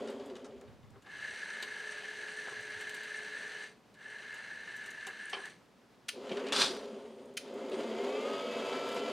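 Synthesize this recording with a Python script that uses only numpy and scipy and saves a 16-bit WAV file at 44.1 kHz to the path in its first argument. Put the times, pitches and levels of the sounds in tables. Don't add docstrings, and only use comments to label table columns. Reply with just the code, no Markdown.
import sys
import numpy as np
from scipy import signal
from scipy.fft import rfft, irfft, next_fast_len
from scipy.io import wavfile
from scipy.ndimage import uniform_filter1d

SR = 44100
rng = np.random.default_rng(int(sys.argv[2]) if len(sys.argv) > 2 else 0)


def to_linear_factor(level_db):
    exponent = np.asarray(level_db, float) / 20
    return 10 ** exponent


def inscribe(sig):
    pcm = np.round(np.clip(np.atleast_2d(sig).T, -1, 1) * 32767)
    wavfile.write(sys.argv[1], SR, pcm.astype(np.int16))


N = 402175
CLOCK = np.arange(N) / SR
LEFT_RIGHT = np.array([[1], [-1]])

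# start_s, rumble_db
DRIVE = [
    [(0, -38.5), (.4, -48.5), (.6, -54), (.75, -65), (.93, -92)],
    [(6.13, -61), (6.16, -46), (6.2, -46), (6.3, -40), (6.55, -40.5), (6.8, -42), (7.1, -48.5),
     (7.3, -50.5), (7.44, -59)],
    [(7.38, -57), (7.46, -45), (7.74, -39), (8.05, -41), (8.38, -41), (8.8, -40.5), (9.12, -41.5)],
]
# pitch_hz, width_hz, level_db
LOAD_MODES = [(403, 38, 0.5), (518, 23, -3), (783, 86, -6.5), (1040, 72, -1.5), (1300, 1100, -8)]


def evened(x):
    return x / np.sqrt(np.mean(x ** 2) + 1e-20)


def peaked(x):
    return x / abs(x).max()


def read(points, hz):
    f, value = np.transpose(points)
    return np.interp(np.log(hz + 1), np.log(f + 1), value)


def column(tables, rest):
    out = np.full(N, float(rest))
    for rows in tables:
        rows = np.array(rows)
        on = (CLOCK >= rows[0, 0]) & (CLOCK <= rows[-1, 0])
        out[on] = np.interp(CLOCK[on], rows[:, 0], rows[:, 1])
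    return out


def level(tables):
    return uniform_filter1d(to_linear_factor(column(tables, -150)), size=300)


def colour(x, points):
    n = next_fast_len(x.shape[-1])
    gain = to_linear_factor(read(points, np.fft.rfftfreq(n, 1 / SR)))
    return irfft(rfft(x, n) * gain, n)[..., :x.shape[-1]]


def body(x, modes):
    out = np.zeros(len(x))
    for k, (hz, width_hz, db) in enumerate(modes):
        peak = signal.iirpeak(hz, hz / max(width_hz, 4), SR)
        out += (-1) ** k * to_linear_factor(db) * signal.lfilter(*peak, x)
    return out


def in_phase(x, modes):
    return sum(body(x, [mode]) for mode in modes)


def dulled(x, hz):
    return signal.lfilter(*signal.butter(3, min(hz, .49 * SR), fs=SR), x)


def drift(hz):
    return evened(signal.lfilter(*signal.butter(2, hz, fs=SR), rng.standard_normal(N)))


def add(mix, start_s, sound):
    part = mix[round(start_s * SR):][:len(sound)]
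    part += sound[:len(part)]


def burst(rise_s, t60_s, rattle_db, hold_s=0):
    t = CLOCK[:9000]
    noise, lumps = rng.standard_normal((2, 9000))
    lumps = evened(uniform_filter1d(lumps, size=40))
    fall_db = 60 * np.maximum(t - hold_s, 0) / max(t60_s, .004)
    return noise * to_linear_factor(rattle_db * lumps - fall_db) * (1 - np.exp(-(t / rise_s) ** 2))


def crackle(per_s, spread_db, modes):
    size = to_linear_factor(spread_db * np.minimum(rng.exponential(1, N), 4)) * (rng.random(N) < per_s / SR)
    shape = signal.oaconvolve(size, to_linear_factor(-60 * CLOCK[:2000] / 0.081))[:N]
    return evened(body(shape * rng.standard_normal(N), modes))


def echoes(x, t60_s):
    tail = rng.standard_normal((2, 16000)) * to_linear_factor(-60 * CLOCK[:16000] / t60_s)
    tail[:, :300] = 0
    return signal.fftconvolve(x[None], tail / np.linalg.norm(tail[0]), axes=1)[:, :N]


def yard():
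    # pitch_hz, level_db_per_hz
    yard_spectrum = [(15, -69), (25, -50), (48, -16), (87, -19), (110, -9.5), (179, -2.5), (217, 1),
                     (291, -4), (343, -6.5), (449, -5.5), (4450, -24), (5090, -25), (15800, -41.5)]
    # pitch_hz, width_hz, level_db
    mains = [(62.4, 3.9, 10.5), (123.5, 7.3, 9)]
    # peak_s, peak_db, fall_db_per_s (both sides)
    breeze = [(0, -61, 42), (.66, -58, 78), (.91, -57.5, 74), (1.27, -65, 140), (2.59, -63, 170),
              (2.77, -60, 290), (6.65, -68, 43), (9.12, -78, 198)]
    mid, side = colour(rng.standard_normal((2, N)) * to_linear_factor(.8 * drift(6)), yard_spectrum)
    mid = mid + body(mid, mains)
    side = side + body(side, mains)
    hum = to_linear_factor(-62.5) * evened(mid + to_linear_factor(-11.0) * side * LEFT_RIGHT)
    gusts = np.array([rng.standard_normal(N) * to_linear_factor(4.2 * drift(13.0)) for ear in range(2)])
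    wind = evened(colour(gusts, [(15, -14), (35, -18), (70, -0.5), (120, 4.0), (200, -9), (500, -53)]))
    calm_db = -87
    puffs = to_linear_factor(calm_db) + sum(to_linear_factor(db - fall * abs(CLOCK - s)) for s, db, fall in breeze)
    return hum + puffs * to_linear_factor(-1.5) * wind


def leaves():
    # start_s, peak_db
    snaps = [(0.9044, -59), (1.0335, -72), (1.6237, -45), (2.608, -50), (2.814, -52), (0.6112, -51),
             (5.067, -56), (8.52, -56), (8.21, -58), (7.256, -58), (7.3392, -61), (7.5398, -54),
             (7.6969, -52), (8.1094, -54), (8.8882, -44), (8.9174, -48), (8.9276, -47), (8.9454, -48),
             (8.9594, -50), (8.9744, -60)]
    out = np.zeros(N)
    for start_s, db in snaps:
        snap = colour(burst(.0003, 0.025, 2.7), [(3000, -20), (7000, 7), (11000, -2), (15000, -10)])
        add(out, start_s, to_linear_factor(db) * peaked(snap))
    return out


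def frame_hum():
    # start_s, length_s, level_db
    swells = [
        (1.426, 2.36, -57),
        (4.034, 0.32, -65.5),
    ]
    turn = 2 * np.pi * np.cumsum(425.5 + .8 * drift(8)) / SR
    tones = to_linear_factor(1.2 * drift(10)) * np.sin(turn)
    tones += to_linear_factor(-14 + 3.0 * drift(2.5)) * np.sin(1.393 * turn)
    swell = np.zeros(N)
    for start_s, length_s, db in swells:
        arch = abs(np.sin(np.pi * np.clip((CLOCK - start_s) / length_s, 0, 1))) ** 0.45
        swell += to_linear_factor(db) * arch * (CLOCK < start_s + length_s)
    return swell * np.sqrt(2) * tones


def slack():
    # start_s, peak_db, t60_s
    jingles = [(5.13, -60, 2), (5.255, -43, -0.1), (5.295, -50, 1), (5.34, -46, 0), (5.392, -54, -2),
               (5.455, -45, -0.53), (5.51, -65, 0.3), (6.9, -65, 6), (7.1, -66.5, 6), (7.715, -56, 0.5),
               (7.95, -60, -3), (8.01, -58, -2)]
    # pitch_hz, width_hz, level_db
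    link_rings = [(5900, 340, -1), (8360, 450, 1), (9480, 330, 2)]
    out = np.zeros(N)
    for start_s, db, t60_s in jingles:
        jingle = dulled(body(burst(0.0021, t60_s, 2.3), link_rings), 11700)
        add(out, start_s, to_linear_factor(db) * peaked(jingle))
    return out


def ticks():
    # start_s, peak_db, brightness_db, thud_db
    joints = [(0.073, -41.5, 0, -3), (0.0832, -40, -1, 2), (0.197, -44, -5, -11), (0.297, -45, -7, -16),
              (0.3527, -43, -3, -3), (0.364, -44, -4, -5), (0.444, -53.5, 9, 10.5), (0.454, -58, 10, -10),
              (0.6115, -55, -2, 5.5), (0.506, -55, -12, 2), (0.676, -56, -17, 5), (0.83, -57.5, -16, 3),
              (6.2384, -59, -17, 3), (6.276, -54, -17, 7), (6.394, -41, -4, 6), (7.054, -56, -6, -7),
              (7.657, -53, -9, 1), (6.2927, -33, -10, -10), (6.316, -45, -3, -18), (6.3685, -33, -8.5, -1),
              (6.466, -33, -8, -13), (6.484, -37.5, -1, 3), (7.6847, -50, -11, -12), (7.8303, -47, -19, -8),
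              (8.7256, -36.5, -8, 5)]
    links = [(1.021, -53, -2, -6), (1.06, -53, -13, 9), (1.6244, -25.5, -8, -13), (2.8086, -44.5, 6, 2),
             (3.941, -53.5, 2, -11), (4.341, -45, 3, -2), (4.7644, -56, 14, -10), (5.0662, -35, 2, -1),
             (5.2953, -39, -2, -18), (4.86, -51, 9, 0), (4.905, -52, 13.5, -8), (5.4562, -38, -2, -5.5)]
    pins = [(0.099, -45.5, -2, -4), (0.258, -53, 2, -4), (2.892, -37, -1, -22), (2.943, -38, 1, -10),
            (3.032, -36, -5, -17), (7.715, -37, -16, -15)]
    # t60_s, edge_hz
    kinds = [
        (0.058, 5500),
        (0.059, 7000),
        (0.083, 7500),
    ]
    clink_modes = [(1760, 180, 2), (2400, 300, -0.5), (2910, 125, 7.5), (3720, 400, 4.0), (4720, 380, 0.0)]
    out = np.zeros(N)
    rows = [(*row, *kind) for table, kind in zip((joints, links, pins), kinds) for row in table]
    for start_s, db, bright_db, thud_db, t60_s, edge_hz in rows:
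        clink = dulled(body(burst(0.00086, t60_s, 0.89), clink_modes), 4500)
        edge = body(burst(0.00035, 0.98 * t60_s, 4.2), [(edge_hz, 1800, 0), (1.86 * edge_hz, 3000, -14)])
        edge = dulled(edge, 1.84 * edge_hz)
        thud = dulled(body(burst(0.00057, 3.9 * t60_s, 0.55), LOAD_MODES), 2230)
        tick = peaked(clink) + to_linear_factor(bright_db) * peaked(edge) + to_linear_factor(thud_db) * peaked(thud)
        add(out, start_s, to_linear_factor(db - 4.5) * tick)
    return out


def load():
    # start_s, peak_db, clank_db, t60_s
    knocks = [(0.935, -52, -20, 0.14), (0.956, -48.5, -20, 0.13), (2.031, -46, 3, 0.087),
              (2.471, -37, -22, 0.11), (2.514, -42, -47, 0.11), (5.065, -51, -6, 0.092),
              (5.329, -30, 2.5, 0.096), (5.343, -37.5, -18, 0.21), (5.367, -37.5, -9, 0.18),
              (6.314, -38.5, 5, 0.044), (6.37, -43, -0.5, 0.04), (6.47, -43, 0, 0.061)]
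    # pitch_hz, width_hz, level_db
    clank_modes = [(2290, 83, 11.5), (2650, 110, 2.5), (3110, 84, 10.5), (3770, 100, 1), (4440, 330, -5),
                   (6160, 490, -15)]
    # start_s, peak_db, pitch_hz
    bumps = [(0.791, -45, 190), (.882, -52, 150), (.905, -51, 170), (1.006, -63, 170), (6.316, -29, 247)]
    out = np.zeros(N)
    for start_s, db, clank_db, t60_s in knocks:
        blow = burst(.0012, t60_s, 3.0)
        knock = peaked(dulled(body(blow, LOAD_MODES), 1550))
        clank = peaked(dulled(body(blow, clank_modes), 5600))
        add(out, start_s, to_linear_factor(db) * (knock + to_linear_factor(clank_db) * clank))
    for start_s, db, hz in bumps:
        turn = CLOCK[:1500] * hz
        add(out, start_s, to_linear_factor(db + 4) * np.sin(2 * np.pi * turn) * np.exp(-1.8 * turn))
    return out


def lift_gain(order, up_s, stop_db_per_s, loaded):
    # start_s, length_s, ring_db, hiss_db, let_go_s (before the end)
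    runs = [
        (1.045, 2.605, -43.5, -56, 0.0099),
        (3.949, 1.556, -45.5, -61, 0.038),
    ]
    out = np.zeros(N)
    for row in runs:
        t = CLOCK - row[0]
        spin_up_db = -22.5 * np.exp(-np.maximum(t, 0) / up_s)
        fall_db = stop_db_per_s * np.maximum(t - row[1] + loaded * row[4], 0)
        out += to_linear_factor(row[order] + spin_up_db - fall_db) * (t > 0)
    return out


def lift():
    # pitch_hz, width_hz, level_db
    housing = [(625, 7.5, -13), (795, 15, -19.5), (906, 47, -17.5), (1396, 510, -17), (1638, 186, -2),
               (1742, 81.4, 3), (2078, 110, -10), (2143, 71, -7.5), (2680, 38, -15), (2746, 45, -15.5),
               (2995, 130, -17), (3420, 47, -55), (4040, 140, -20.5), (4800, 40, -41)]
    # pitch_hz, level_db_per_hz
    hiss_spectrum = [(180, -62), (300, -26), (391, -10), (418, -11), (519, -14.5), (1130, -23),
                     (1740, -8.5), (2390, -12.5), (2960, -15), (4560, -18), (5290, -31.5), (8280, -32),
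                     (15800, -53.5)]
    # pitch_hz, width_hz, level_db
    hiss_rings = [(6070, 580, 10), (8010, 220, 13.5), (8175, 240, 11), (9500, 320, 13.5),
                  (11000, 700, -2.5)]
    shaft_hz = 29.1
    turns = 2 * np.pi * np.cumsum(shaft_hz * (1 + 0.05 * drift(1.66))) / SR
    throb_db = 0.48 * np.cos(turns) + 0.9 * np.cos(2 * turns + 1.3) + 0.9 * drift(60) + 1.3 * drift(140)
    teeth = rng.standard_normal(N) * to_linear_factor(throb_db)
    load_sway_db = -0.73 * drift(24.4) - 0.95
    ring = to_linear_factor(load_sway_db) * evened(dulled(body(teeth, housing), 7500))
    ring *= lift_gain(order=2, up_s=0.052, stop_db_per_s=302, loaded=True)
    brushes = rng.standard_normal(N) * to_linear_factor(0.7 * throb_db + 0.95 * drift(270))
    hiss = evened(colour(brushes + body(brushes, hiss_rings), hiss_spectrum))
    chain = crackle(37, 1.0, [(5780, 240, 5.5), (8700, 930, 2.5), (9600, 730, -8)])
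    hiss += to_linear_factor(-15.0) * dulled(chain, 10300)
    return ring + lift_gain(order=3, up_s=0.064, stop_db_per_s=211, loaded=False) * to_linear_factor(5.0) * hiss


def solenoid():
    # start_s, peak_db
    clacks = [
        (6.0846, -24),
        (7.37, -24.5),
    ]
    # pitch_hz, level_db_per_hz
    clack_spectrum = [(410, -53), (700, -11), (1020, -36), (1380, -7.5), (2260, -3), (2940, -3), (3870, -7),
                      (6350, -6.5), (7520, -15), (10600, -16), (15800, -42)]
    # pitch_hz, width_hz, level_db
    clack_rings = [(1335, 210, -3), (2140, 170, -18), (3000, 660, 9), (3160, 300, -14), (4540, 250, 0),
                   (6160, 200, -28), (9300, 1600, 0.5), (11200, 350, -8)]
    out = np.zeros(N)
    for start_s, db in clacks:
        slam = burst(0.0046, 0.038, 0.75, hold_s=0.0101)
        slam = peaked(evened(colour(slam, clack_spectrum)) + .5 * evened(body(slam, clack_rings)))
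        after = body(burst(0.013, 0.6, 1.2), [(2980, 2100, -7.5), (4740, 1700, -6.0), (9500, 3500, -29)])
        add(out, start_s - .003, to_linear_factor(db) * (slam + to_linear_factor(-20.0) * peaked(after)))
    return out


def chassis_rumble():
    # pitch_hz, width_hz, level_db
    chassis = [(224, 30, -4.5), (266, 30, -2.5), (400, 46, 2.5), (515, 80, -4), (590, 50, -9),
               (680, 70, -12), (880, 260, -19), (1140, 260, -18)]
    knocks = rng.standard_normal(N) * to_linear_factor(1.8 * drift(68))
    rings = np.zeros(N)
    for k, (hz, width_hz, db) in enumerate(chassis):
        once = body(knocks, [(hz, width_hz, db)])
        rings += (-1) ** k * body(once, [(hz, width_hz, 0)])
    rumble = level(DRIVE) * evened(dulled(rings, 754))
    flex_s = .0012 * drift(4)
    return np.interp(CLOCK + flex_s, CLOCK, rumble)


def gear_grind(mesh_hz):
    # pitch_hz, level_db_per_hz
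    gear_spectrum = [(410, -7.5), (700, 2), (798, -14), (874, -1), (1160, -7), (1290, -6.5), (1770, -12.5),
                     (3100, -13), (4890, -23.5), (5500, -24.5), (6860, -23.5), (11700, -37), (15800, -52)]
    # pitch_hz, width_hz, level_db
    gear_rings = [(2090, 52, -7), (2820, 37, -2), (3140, 690, -2.5), (4830, 320, 12.5), (6830, 300, -4),
                  (8750, 100, -17), (10940, 210, -15), (11600, 360, 5.5)]
    run_db = [-50, -45.5, -47]
    run_slope = [1, 1.64, 1.3]
    full_effort_db = -40.5
    grind = rng.standard_normal(N) * to_linear_factor(1.14 * drift(114) + 1.26 * drift(15))
    grind = grind + (mesh_hz / 1300) ** 0.59 * body(grind, gear_rings)
    grind = to_linear_factor(-3.5) * evened(colour(grind, gear_spectrum))
    gain = np.zeros(N)
    for run, top_db, slope in zip(DRIVE, run_db, run_slope):
        gain += level([[(s, top_db + slope * (db - full_effort_db)) for s, db in run]])
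    return gain * np.maximum(mesh_hz / 800, 1) ** 1.72 * grind


def fizz(mesh):
    # mesh_multiple, width_hz, level_db, patchiness_db
    bands = [(3.7, 350, -16, 2.5), (5.2, 300, -15, 2.5), (8.8, 350, -26, 1.5)]
    out = np.zeros(N)
    for k, width_hz, db, patchy_db in bands:
        out += to_linear_factor(db + patchy_db * drift(25)) * drift(width_hz) * np.sin(k * mesh)
    return out


def gear_whine(mesh_hz):
    orders = [1, 1.25, 1.5, 1.75, 2, 2.25, 2.5, 2.75, 3, 3.25, 3.5, 3.75, .226, .302, .358, .377, .453,
              .513, .604, .678, .75]
    orders_db = [-3, -12, -14, -11.5, -11, -11, -17, -14, -19, -23, -24, -25, -6, -8, -2, 0, 0, -7, -14, -6,
                 -11]
    # pitch_hz, width_hz, level_db
    case_rings = [(405, 50, 10), (520, 100, 5), (690, 50, 6), (1250, 200, 8), (2110, 130, 14),
                  (2320, 110, 9), (2590, 60, 13), (2850, 70, 8), (3050, 70, 11), (3200, 110, 13),
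                  (3500, 120, 3)]
    mesh = 2 * np.pi * np.cumsum(mesh_hz * (1 + 0.00504 * drift(43.4))) / SR
    gather_hz_per_s = uniform_filter1d(np.gradient(mesh_hz) * SR, size=6000)
    pull_db = 9.0 * np.clip(gather_hz_per_s / 800, 0, 1)
    whine = np.zeros(N)
    for k, db in zip(orders, orders_db):
        order_db = db + pull_db * (1.2 if k < .9 else .35) + (0.5 + 0.71 * k) * drift(9.5)
        runout = 1 + (k > 1) * .5 * np.cos(.056 * mesh + 7 * k)
        whine += to_linear_factor(order_db) * np.sin(k * mesh) * runout
    whine += in_phase(whine, case_rings) + fizz(mesh)
    return to_linear_factor(-55.5) * (mesh_hz / 1300) ** 3.2 * whine


def drive():
    # start_s, mesh_hz
    spool_up = [(7.44, 610), (7.6, 738), (7.85, 922), (8.12, 1144), (8.27, 1238), (8.45, 1285), (8.8, 1330),
                (9.12, 1352)]
    mesh_hz = column([spool_up], rest=800)
    spooling = CLOCK > spool_up[0][0]
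    return chassis_rumble() + gear_grind(mesh_hz) + spooling * gear_whine(mesh_hz)


def scrape():
    # start_s, level_db
    drag = [(6.2, -85), (6.29, -67), (6.36, -54), (6.41, -56), (6.43, -57), (6.47, -47.5), (6.51, -49),
            (6.53, -70)]
    # pitch_hz, width_hz, level_db
    drag_rings = [(990, 220, 3), (1670, 240, 4), (2530, 400, 7), (2820, 220, 8.5), (3800, 450, -24)]
    return level([drag]) * dulled(crackle(260, 4.8, drag_rings), 4500)


def crash():
    # start_s, level_db
    chatter_level = [(6.51, -80), (6.524, -53), (6.554, -33), (6.566, -33), (6.602, -24), (6.618, -24.5),
                     (6.635, -30.5), (6.66, -33.5), (6.7, -41.5), (6.766, -49.5), (7.05, -80)]
    # start_s, peak_db
    blows = [
        (6.5225, -18),
        (6.563, -17.5),
        (6.6118, -15.5),
        (6.654, -26),
    ]
    # pitch_hz, width_hz, level_db
    steel_rings = [(1130, 70, -9), (1490, 78, 18), (2500, 73, -3), (3390, 83, 19), (4200, 52, 18.5),
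                   (4580, 150, 19), (5030, 76, 9), (5800, 160, 0), (5920, 100, 13), (6830, 170, -4),
                   (7850, 180, -5), (8300, 480, -1), (9400, 180, 2)]
    # pitch_hz, level_db_per_hz
    steel_spectrum = [(240, -6), (400, -20), (696, -6), (799, -2.5), (1460, 1.5), (1890, -8), (3450, 1.5),
                      (4760, -4), (9090, -15.5), (11500, -26.5), (15800, -48)]
    chatter = rng.standard_normal(N) * to_linear_factor(2.8 * drift(250) + 1.2 * drift(60))
    steel = evened(colour(chatter, steel_spectrum))
    steel += 0.86 * evened(dulled(body(chatter, steel_rings), 11700))
    out = level([chatter_level]) * to_linear_factor(-2.75) * evened(steel)
    for start_s, db in blows:
        hit = burst(0.00015, 0.2, 0.71)
        blow = evened(colour(hit, steel_spectrum)) + 0.24 * evened(dulled(body(hit, steel_rings), 3600))
        add(out, start_s, to_linear_factor(db - 2.0) * peaked(blow))
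    return out


def scene():
    cart = leaves() + slack() + ticks() + load() + lift() + solenoid() + drive() + scrape() + crash()
    cart = signal.sosfilt(signal.butter(4, 178, "highpass", fs=SR, output="sos"), cart)
    left, right = echoes(cart, 0.23)
    side = colour(left - right, [(100, -81), (400, -38.0), (1500, -31.0), (3000, -24.0), (5000, -19.0),
                                 (8000, -24), (15000, -21)])
    mid = cart + frame_hum() + to_linear_factor(-14.0) * (left + right)
    return mid * to_linear_factor(.25 * LEFT_RIGHT) + side * LEFT_RIGHT + yard()


def top_cut(x):
    return signal.sosfilt(signal.butter(12, 15970, fs=SR, output="sos"), x)


def record(dry):
    return top_cut(dry)


dry = scene()
out = record(dry)
inscribe(out)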